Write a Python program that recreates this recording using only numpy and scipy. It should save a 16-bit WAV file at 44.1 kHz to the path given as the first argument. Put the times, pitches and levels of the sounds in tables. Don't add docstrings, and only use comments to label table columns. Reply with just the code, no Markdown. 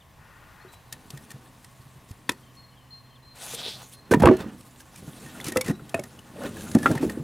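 import sys
import numpy as np
from scipy import signal
from scipy.fft import rfft, irfft, next_fast_len
from scipy.io import wavfile
from scipy.ndimage import uniform_filter1d, map_coordinates

SR = 44100
rng = np.random.default_rng(int(sys.argv[2]) if len(sys.argv) > 2 else 0)


def digitize_waveform(pressure):
    field = np.atleast_2d(pressure).T
    bounded = np.clip(field, -1, 1)
    quanta = np.round(bounded * 32767).astype(np.int16)
    wavfile.write(sys.argv[1], SR, quanta)


N = 318843

# freq_hz, level_db (per Hz)
AIR_SPECTRUM = [(12, -38), (20, -2.5), (131, -1), (195, -8.5), (258, -12), (382, -16), (652, -15),
                (966, -13), (1080, -12.5), (1350, -22.5), (2440, -23.5), (2660, -22.5), (5520, -29.5),
                (15200, -32.5), (16500, -53)]
AIR_DB = -57
# freq_hz, likeness (0-1)
AIR_LIKENESS = [(60, 0.92), (240, 0.87), (950, 0.87), (2000, 0.62), (2700, 1), (4800, 1), (6500, 0.82),
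                (10000, 0.99), (15000, 0.99)]
# time_s, air_gain_db, hum_gain_db
SWELL = [(0, 2, -22), (.5, 5, -3.5), (1.5, 2, 3), (5, 1, 5), (7.23, 3.5, 2)]
# freq_hz, level_db
HUM_TONES = [(127.5, -59), (255, -69.5)]
# freq_hz, width_hz, level_db
DRONE_BANDS = [(657, 17, -75), (1095, 49, -67.5), (1830, 360, -68)]
# start_s, length_s, first_hz, last_hz, level_db (before a 1 dB lift)
WHISTLES = [(0.005, 0.025, 3800, 2800, -54.5), (0.604, .04, 4230, 4370, -63),
            (0.679, 0.11, 3980, 3940, -61), (0.897, 0.072, 3880, 3940, -64),
            (2.272, 0.044, 4600, 4350, -63), (2.31, 0.053, 4430, 4350, -65), (2.43, 0.089, 3170, 3050, -66),
            (2.568, 0.092, 4295, 4230, -55.5), (2.71, .04, 3050, 2950, -64),
            (2.752, 0.024, 3580, 3180, -62.5), (2.768, 0.049, 3250, 3030, -59.5),
            (2.905, 0.088, 4190, 4184, -50), (3.058, 0.024, 3450, 2900, -68),
            (3.098, 0.055, 3200, 3090, -61), (3.154, 0.023, 3700, 3000, -57),
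            (3.222, 0.033, 4020, 4120, -65), (3.246, 0.11, 4150, 4140, -55.5),
            (3.935, 0.068, 4190, 4180, -53.5), (4.02, 0.053, 4170, 4190, -60),
            (4.325, 0.04, 4150, 4170, -57), (5.704, 0.062, 3870, 3950, -58)]
# time_s, level_db
RUSH_LEVEL = [(.17, -71), (.21, -57.5), (.45, -58), (.62, -53.5), (.72, -60), (.85, -73)]
# freq_hz, width_hz, relative_db
RUSH_BANDS = [(875, 120, -3.5), (1220, 35, 2), (1430, 100, 1.5), (1850, 220, -2.5), (2550, 310, -11.5)]

# time_s, rolling_db, scrape_db, rustle_db (sleeves and moss)
HANDLING = [(0.7, -99, -81, -87), (0.96, -58, -59.5, -67), (1.16, -54, -58.5, -58.5),
            (1.4, -56.5, -59.5, -65), (1.68, -66.5, -67, -63.5), (2.44, -60, -66, -67.5),
            (3.335, -87, -103, -91), (3.355, -67, -70, -56.5), (3.42, -71, -61, -43.5),
            (3.544, -53, -57, -41.5), (3.6, -54.5, -61, -48), (3.9, -62.5, -67, -54.5),
            (4.07, -61.5, -59, -74), (4.158, -30, -57, -61), (4.33, -43, -44.5, -78),
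            (4.408, -38.5, -44.5, -75), (4.62, -56, -66, -60), (4.9, -60, -62.5, -62.5),
            (5.02, -52, -58, -55), (5.26, -49, -53, -51.5), (5.55, -43, -50.5, -56.5),
            (5.63, -52, -58, -75), (5.7, -26, -39, -55), (5.735, -56, -61, -63), (5.8, -49, -64, -65),
            (5.93, -52, -56, -60.5), (6.3, -57, -57, -61.5), (6.37, -45, -50, -59),
            (6.46, -36, -41.5, -49.5), (6.51, -44, -55.5, -56), (6.6, -43, -51.5, -46.5),
            (6.766, -39.5, -53, -49), (6.916, -28, -43, -49), (6.99, -41.5, -47, -60),
            (7.05, -31, -50, -50), (7.14, -38.5, -51, -58.5), (7.23, -40.5, -61, -62)]
# time_s, scrape_db, shrill_share (0-1)
SLIDE = [(3.335, -65, 0.2), (3.37, -50, 0.3), (3.45, -49.5, 0.25), (3.544, -43.5, 0.53), (3.565, -43, 0.7),
         (3.585, -39.5, 0.69), (3.68, -33.5, 0.74), (3.74, -40.5, 0.9), (3.785, -46.5, 0.51),
         (3.82, -48.5, 0.2), (3.92, -99, 0.3)]
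# freq_hz, level_db (per Hz)
ROLL_SPECTRUM = [(40, -4.5), (100, 10.5), (250, 11), (500, 0.5), (1000, -17), (2000, -34)]
# freq_hz, width_hz, relative_db
BARK_BANDS = [(700, 470, 6.5), (1514, 126, 7.5), (1670, 130, 3), (1860, 160, 7), (2660, 660, -3.5)]
# freq_hz, width_hz, relative_db
SHRILL_BANDS = [(3450, 930, 10), (4660, 2300, 2.5)]
# freq_hz, level_db (per Hz)
RUSTLE_SPECTRUM = [(1180, -32), (2000, -9.5), (5570, -9), (6030, -8.5), (7720, -7.5), (9540, -5.5),
                   (15400, -16.5), (16100, -30), (16500, -45)]
# start_s, peak_db
BRUSHES = [(0.71, -55), (1.792, -71), (2.077, -58), (2.528, -62), (3.516, -46), (3.805, -56), (3.911, -52),
           (4.567, -66), (4.642, -68), (4.78, -55), (4.962, -55), (6.098, -69), (6.615, -61), (7.097, -55)]
BRUSH_S = 0.052
SHRILL_RUB_DB = -17.5
SCRAPE_JERK_DB, SLIDE_JERK_DB, RUSTLE_JERK_DB = 2.4, 0.9, 1.1
SCRAPE_PATCH_DB, RUSTLE_PATCH_DB = 1.8, 2.6

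# start_s, level_db (before the band filter), centre_hz
TICKS = [(1.1043, -28, 4970), (1.175, -37, 3600), (2.2936, -8, 3250), (3.587, -30, 3600),
         (3.663, -19, 3600), (3.682, -22, 3600), (4.2574, -6.5, 2320), (4.7601, -38.5, 3280),
         (4.881, -46, 3280), (5.0663, -43, 3300), (5.1327, -41, 3300), (5.299, -39, 3300),
         (6.2467, -41, 3300)]
# start_s, length_s, level_db (before colouring)
GRINDS = [(4.109, .024, -30), (4.132, 0.02, -33.5), (4.195, 0.017, -40.5), (4.219, 0.019, -40),
          (4.27, 0.013, -39), (4.383, 0.047, -52.5), (5.442, 0.068, -40.5), (5.552, 0.014, -44),
          (5.641, 0.069, -42.5), (6.863, .06, -45.5), (6.947, 0.041, -46.5), (7.009, 0.0454, -44)]
GRIND_EDGE_S = 0.0054
# freq_hz, width_hz, gain_db
GRIND_WOOD = [(1300, 1450, 5.5)]
# start_s, level_db, pitch_hz, t60_s, crack_db (bark); levels before shaping
KNOCKS = [(0.735, -41.5, 920, 0.033, -52), (0.9243, -35, 1785, 0.049, -20), (0.932, -40, 1860, .05, -31.5),
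          (1.103, -45, 1070, 0.044, -28), (1.173, -40.5, 1850, 0.07, -33),
          (1.3037, -41, 1850, 0.068, -30.5), (1.314, -42, 1820, .05, -29), (1.644, -41, 1930, 0.031, -34),
          (2.111, -62, 1050, .05, -35), (2.2919, -7.5, 1830, 0.013, -10.5), (2.2928, -12, 2530, 0.022, -40),
          (2.3165, -35, 1970, 0.035, -28), (3.5456, -36, 3760, 0.036, -20), (3.5885, -29, 3280, 0.042, -43),
          (4.114, -13.5, 1553, 0.066, -24.5), (4.136, -7, 966, 0.057, -21), (4.137, -8, 1830, 0.032, -38),
          (4.1991, -26, 700, 0.22, -36), (4.22, -15.5, 845, 0.12, -25), (4.235, -8, 956, 0.048, -42),
          (4.2547, -8.5, 824, 0.14, -16.5), (4.2719, 2, 1057, 0.025, -35), (4.287, -2, 1144, 0.019, -42.5),
          (4.367, -42, 1670, .05, -30), (4.405, -38, 3590, 0.069, -35), (4.607, -48, 1140, 0.045, -37.5),
          (4.803, -41.5, 1620, 0.053, -36), (4.958, -49, 2390, 0.044, -32.5),
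          (5.2604, -42, 1830, 0.21, -35), (5.35, -37, 1420, 0.08, -51), (5.4007, -22, 2030, 0.013, -31.5),
          (5.411, -28, 3500, 0.019, -32), (5.442, -37, 2900, 0.058, -21.5), (5.465, -34, 1300, 0.077, -24),
          (5.471, -33, 2200, 0.053, -30), (5.4818, -35.5, 1880, 0.11, -18),
          (5.5203, -28.5, 1860, 0.072, -22), (5.538, -40, 2280, 0.038, -48), (5.56, -20, 1300, 0.052, -29),
          (5.5689, -17, 2005, 0.052, -10), (5.571, -19, 2700, 0.023, -33), (5.61, -19, 2244, 0.042, -13),
          (5.64, -37, 1030, 0.045, -46), (5.661, -32, 1985, 0.1, -27), (5.681, -26, 1850, 0.048, -24),
          (5.71, -26, 1870, 0.025, -32.5), (5.795, -33.5, 1390, 0.023, -49),
          (5.893, -47, 3230, .045, -30.5), (5.945, -17.5, 1820, 0.025, -36),
          (5.943, -17, 2535, 0.048, -21.5), (5.9931, -32.5, 2200, 0.039, -27.5),
          (6.036, -40, 1860, 0.089, -28), (6.19, -35, 2960, 0.025, -37), (6.433, -36.5, 1130, 0.078, -32),
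          (6.5674, -34.5, 1680, 0.062, -35), (6.6068, -38, 1620, 0.073, -36),
          (6.665, -38.5, 1404, 0.13, -42), (6.714, -36, 1670, 0.037, -26.5),
          (6.7481, -23.5, 1810, 0.038, -20), (6.785, -37, 1730, 0.13, -28), (6.8287, -26, 1730, 0.075, -25),
          (6.858, -2, 1369, 0.052, -25.5), (6.8603, -14.5, 1960, 0.038, -45),
          (6.9126, -29, 1600, 0.068, -26), (6.9512, -24, 910, 0.081, -26.5),
          (6.977, -20, 1850, 0.025, -31.5), (7.0265, -26.5, 877, 0.047, -36),
          (7.0962, -24.5, 1840, 0.043, -25)]
# freq_hz, level_db (per Hz)
CRACK_SPECTRUM = [(880, -69), (1500, -11.5), (2500, -2.5), (4850, -2), (10100, -2), (14100, -9),
                  (16500, -26)]
# freq_hz, width_hz, gain_db (each time)
CLACK_BODY = [(860, 2500, 6.5), (2200, 3520, 4.5)]
# start_s, level_db (before shaping), pitch_hz, t60_s
THUDS = [(0.648, -36, 377, 0.079), (0.926, -43, 121, 0.11), (1.133, -33, 140, 0.23),
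         (1.342, -34.5, 133, 0.11), (1.796, -39, 113, 0.061), (1.86, -42, 141, .07),
         (1.955, -42, 135, 0.11), (2.108, -26.5, 94, 0.051), (2.292, -20, 272, 0.037),
         (2.2925, -10.5, 990, 0.022), (2.316, -28, 344, 0.039), (2.929, -40, 141, 0.051),
         (3.535, -29, 470, 0.079), (3.661, -25, 450, 0.02), (3.679, -29.5, 427, 0.039),
         (4.111, -1, 360, 0.044), (4.124, -3.5, 440, 0.046), (4.143, -1, 271, 0.04),
         (4.168, -12.5, 154, 0.076), (4.2, -14.5, 162, 0.16), (4.223, 3, 208, 0.024),
         (4.235, 1.5, 557, 0.035), (4.24, -9.5, 76.6, 0.092), (4.248, -1, 479, 0.065),
         (4.267, -3, 337, 0.13), (4.284, 2, 333, 0.059), (4.295, -0.5, 248, 0.056),
         (4.258, -10.5, 146, 0.13), (4.28, -16.5, 632, 0.2), (4.311, 1, 367, 0.066),
         (4.329, -9, 360, 0.059), (4.407, -31.5, 423, 0.084), (4.458, -27.5, 223, 0.11),
         (4.974, -45, 164, 0.22), (5.077, -27.5, 152, 0.074), (5.247, -35.5, 142, 0.22),
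         (5.468, -20.5, 146, 0.031), (5.484, -20, 325, 0.043), (5.52, -21.5, 356, 0.037),
         (5.559, -11.5, 510.3, 0.17), (5.658, -29, 130, 0.081), (5.684, -19, 353, 0.14),
         (5.698, -9, 170, 0.039), (5.707, -10, 298, 0.031), (5.82, -34, 150, 0.082),
         (5.942, -12, 668, 0.079), (5.99, -18, 594, 0.066), (6.36, -33, 576, 0.089),
         (6.385, -29, 470, 0.051), (6.405, -30.5, 573, 0.31), (6.437, -21, 534, 0.074),
         (6.46, -23.5, 408, 0.088), (6.751, 1, 220, 0.048), (6.7597, -6, 233, 0.04), (6.768, 3, 248, 0.016),
         (6.857, -14, 259, 0.093), (6.883, -14, 278, .07), (6.896, -9.5, 320, 0.04),
         (6.903, -17, 628, 0.061), (6.911, -6.5, 145, 0.026), (6.956, -18.5, 144, 0.088),
         (7.005, -19.5, 263, 0.15), (7.029, -9.5, 320, 0.062), (7.038, -12.5, 395, 0.055),
         (7.051, -15.5, 334, 0.04), (7.172, -24, 322, 0.089), (7.198, -21, 144, 0.1)]
# freq_hz, width_hz, gain_db (each time)
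JOLT_BODY = [(86.4, 79, -1.5), (333, 370, 1)]
JOLT_SHARE, JOLT_GROWS = 0.24, 0.05
CLACK_SHARE, CLACK_GROWS = 0.46, -0.07
TWIN_APART, TWIN_DB = 0.099, -13
SHAKE_S = 0.14

# time_s, left_minus_right_db
SIDE_DB = [(0.7, 1.5), (2.1, -0.5), (2.3, 1.5), (3.3, 1.5), (4.1, -1.5), (4.4, -2), (5.6, 0.8),
           (7.23, 0.15)]
# freq_hz, t60_s
YARD_DECAY = [(150, 0.21), (1000, 0.14), (8000, 0.035)]
TOP_HZ = 16500


def amp(db):
    return 10 ** (np.asarray(db) / 20)


def unit(x):
    return x / np.sqrt(np.mean(x ** 2) + 1e-20)


def along(points, hz):
    f, v = np.transpose(points)
    return np.interp(np.log(hz + 1), np.log(f + 1), v)


def curves(rows):
    s, *columns = np.transpose(rows)
    t = np.arange(N) / SR
    return [np.interp(t, s, c, left=-120, right=-120) for c in columns]


def wobble(rate):
    knots = rng.standard_normal(int(N * rate / SR) + 4)
    return map_coordinates(knots, [np.arange(N) * rate / SR])


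def filtered(x, response):
    m = next_fast_len(N + SR // 2)
    return irfft(rfft(x, m) * response(np.fft.rfftfreq(m, 1 / SR)), m)[..., :N]


def resonances(modes):
    def response(f):
        total = 0
        for k, (centre, width, db) in enumerate(modes):
            band = 1j * f * width / (centre ** 2 - f ** 2 + 1j * f * width)
            total = total + (-1) ** k * amp(db) * band
        return total
    return response


def grit(rate, spread_db, smooth):
    size = amp(spread_db * np.minimum(rng.exponential(size=N), 3.5))
    catches = (rng.random(N) < rate / SR) * size * rng.standard_normal(N)
    return unit(catches) + smooth * rng.standard_normal(N)


def patchy(x, depth_db):
    z = signal.stft(x, nperseg=512)[2]
    field = uniform_filter1d(rng.standard_normal(z.shape[-2:]), size=16, axis=0)
    field = uniform_filter1d(field, size=6, axis=1)
    return signal.istft(z * amp(depth_db * unit(field)), nperseg=512)[1][..., :N]


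def add(track, s, sound):
    part = track[round(s * SR):][:len(sound)]
    part += sound[:len(part)]


def surroundings():
    t = np.arange(N) / SR
    s, air_gain_db, hum_gain_db = np.transpose(SWELL)
    pair = patchy(rng.standard_normal((2, N)), depth_db=0.5)

    def mid_side(hz):
        angle = np.arccos(np.clip(along(AIR_LIKENESS, hz), -1, 1)) / 2
        return amp(along(AIR_SPECTRUM, hz)) * [np.cos(angle), np.sin(angle)]

    mid, side = filtered(pair, mid_side)
    air = amp(AIR_DB + np.interp(t, s, air_gain_db)) * unit(np.array([mid + side, mid - side]))
    hum, drone = np.zeros(N), np.zeros(N)
    for hz, db in HUM_TONES:
        hum += amp(db + 1.5 * wobble(4)) * np.sin(2 * np.pi * hz * t + 0.6 * wobble(4))
    hum *= amp(np.interp(t, s, hum_gain_db))
    for hz, width, db in DRONE_BANDS:
        drone += amp(db) * unit(filtered(rng.standard_normal(N), resonances([(hz, width, 0)])))
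    return air + hum * amp([[-1.2], [1.2]]) + drone * amp([[1.8], [-1.8]])


def birds():
    out, t = np.zeros(N), np.arange(SR // 2) / SR
    for s, length, first_hz, last_hz, db in WHISTLES:
        pitch = np.interp(t, [0, length], [first_hz, last_hz])
        drift = np.cumsum(rng.normal(0, 0.04, len(t)))
        drift *= np.where(t > length, 1, 0.4 if db > -57 else 1.5)
        phase = 2 * np.pi * np.cumsum(pitch) / SR + drift
        flicker = np.interp(t, np.linspace(0, t[-1], num=40), rng.standard_normal(40))
        edges = np.clip(t / 0.0032, 0, 1) * np.clip((length - t) / 0.0067, 0, 1)
        note = edges * amp(3.4 * flicker)
        steady = abs(last_hz / first_hz - 1) < 0.08
        trail = 0.3 * steady * (t > length) * amp(-60 * (t - length) / 1.1 + 5 * flicker)
        add(out, s, amp(db + 1) * (note + trail) * np.sin(phase))
    return out


def breathy_rush():
    bands = filtered(patchy(rng.standard_normal(N), depth_db=0.5), resonances(RUSH_BANDS))
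    return amp(curves(RUSH_LEVEL)[0]) * unit(bands) * amp([[2.5], [-2.5]])


def brushes():
    out = np.zeros(N)
    for s, db in BRUSHES:
        add(out, s, amp(db) * np.hanning(round(BRUSH_S * SR)))
    return out


def handling():
    roll_db, scrape_db, rustle_db = curves(HANDLING)
    slide_db, shrill = curves(SLIDE)
    shrill = np.clip(shrill, 0, 1)
    jerks = wobble(45) + 0.29 * wobble(13)

    roll = unit(filtered(grit(600, 2.38, 0.68), lambda hz: amp(along(ROLL_SPECTRUM, hz))))
    roll *= amp(roll_db + 0.86 * wobble(25))

    catches = patchy(grit(2500, 1.8, 1.2), depth_db=SCRAPE_PATCH_DB)
    dull = unit(filtered(catches, resonances(BARK_BANDS)))
    sharp = unit(filtered(catches, resonances(SHRILL_BANDS)))
    scrape = amp(scrape_db) * dull + amp(rustle_db + SHRILL_RUB_DB) * sharp
    scrape *= amp(SCRAPE_JERK_DB * jerks)
    slide = amp(slide_db + SLIDE_JERK_DB * jerks) * ((1 - shrill) * dull + shrill * sharp)

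    cloth = patchy(grit(3600, 4.1, 1.2), depth_db=RUSTLE_PATCH_DB)
    rustle = unit(filtered(cloth, lambda hz: amp(along(RUSTLE_SPECTRUM, hz))))
    rustle *= amp(rustle_db + RUSTLE_JERK_DB * jerks) + brushes()
    return roll + scrape + slide + rustle


def ticks():
    out, t = np.zeros(N), np.arange(SR // 50) / SR
    for s, db, hz in TICKS:
        snap = amp(db - 60 * t / 0.016) * (rng.standard_normal(len(t)) + 6 * (t == 0))
        band = signal.butter(2, [hz / 1.14, hz * 1.19], "band", fs=SR)
        add(out, s, signal.lfilter(*band, snap))
    return out


def grinding():
    out = np.zeros(N)
    for s, length, db in GRINDS:
        t = np.arange(round(length * SR)) / SR
        add(out, s, amp(db) * np.clip(np.minimum(t, length - t) / GRIND_EDGE_S, 0, 1))
    return out


def blows(rows, body, base_share, grows, attack, burst):
    notes, shakes, t = np.zeros(N), np.zeros(N), np.arange(SR // 4) / SR
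    for s, db, hz, t60 in rows:
        share = np.clip(base_share + grows * np.log2(hz / 300), 0, 1)
        rise = amp(db) * (1 - np.exp(-t / attack)) ** 2
        twin = hz * (1 + TWIN_APART * rng.uniform(0.49, 1) * rng.choice([-1, 1]))
        note = np.sin(2 * np.pi * hz * t) + amp(TWIN_DB) * np.sin(2 * np.pi * twin * t)
        add(notes, s, (1 - share) * rise * amp(-60 * t / t60) * note)
        decay = amp(-60 * t / min(burst * t60, SHAKE_S))
        add(shakes, s, share * rise * decay * rng.standard_normal(len(t)))

    def twice(f):
        return resonances(body)(f) ** 2

    body_level = np.std(filtered(rng.standard_normal(N), twice))
    return notes + filtered(shakes, twice) / body_level


def knocks():
    cracks, t = np.zeros(N), np.arange(SR // 5) / SR
    crumbs = 0.042 * amp(-60 * t / 0.13)
    crumble = (1 - np.exp(-t / 0.0043)) * (amp(-60 * (t / 0.013) ** 2) + crumbs)
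    for s, *_, crack_db in KNOCKS:
        add(cracks, s, amp(crack_db) * crumble * rng.standard_normal(len(t)))
    grind = grinding() * unit(grit(3700, 2.5, 0.9))

    def colour(hz):
        return amp(along(CRACK_SPECTRUM, hz) - along(CRACK_SPECTRUM, 7500))

    rings = [row[:-1] for row in KNOCKS]
    wood = blows(rings, CLACK_BODY, CLACK_SHARE, CLACK_GROWS, attack=0.0004, burst=0.96)
    return wood + filtered(cracks + grind, colour) + filtered(grind, resonances(GRIND_WOOD))


def thuds():
    return blows(THUDS, JOLT_BODY, JOLT_SHARE, JOLT_GROWS, attack=0.0011, burst=1.0)


def yard(x):
    hz, t, z = signal.stft(rng.standard_normal((2, SR // 2)), SR, nperseg=256)
    decay = amp(-60 * t / along(YARD_DECAY, hz)[:, None])
    tail = signal.istft(z * decay, SR, nperseg=256)[1]
    both = tail[0] + 0.11 * tail[1] * np.array([[1], [-1]])
    return signal.fftconvolve(x[None], both / np.linalg.norm(tail[0]), axes=1)[:, :N]


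def scene():
    low, high, handled = thuds(), knocks() + ticks(), handling()
    side_db = np.interp(np.arange(N) / SR, *np.transpose(SIDE_DB))
    lean = amp(side_db * np.array([[0.5], [-0.5]]))
    near = lean * (low * amp([[-0.4], [0.4]]) + high + handled)
    echoes = amp(-15.5) * yard(low + high) + amp(-13.5) * yard(handled)
    far = surroundings() + birds() * amp([[0.8], [-0.8]])
    return far + breathy_rush() + near + echoes


def record(dry):
    soft = dry / (1 + np.abs(dry / 0.95) ** 6) ** (1 / 6)
    return filtered(soft, lambda hz: 1j * hz / (45 + 1j * hz) * (hz < TOP_HZ))


dry = scene()
out = record(dry)
digitize_waveform(out)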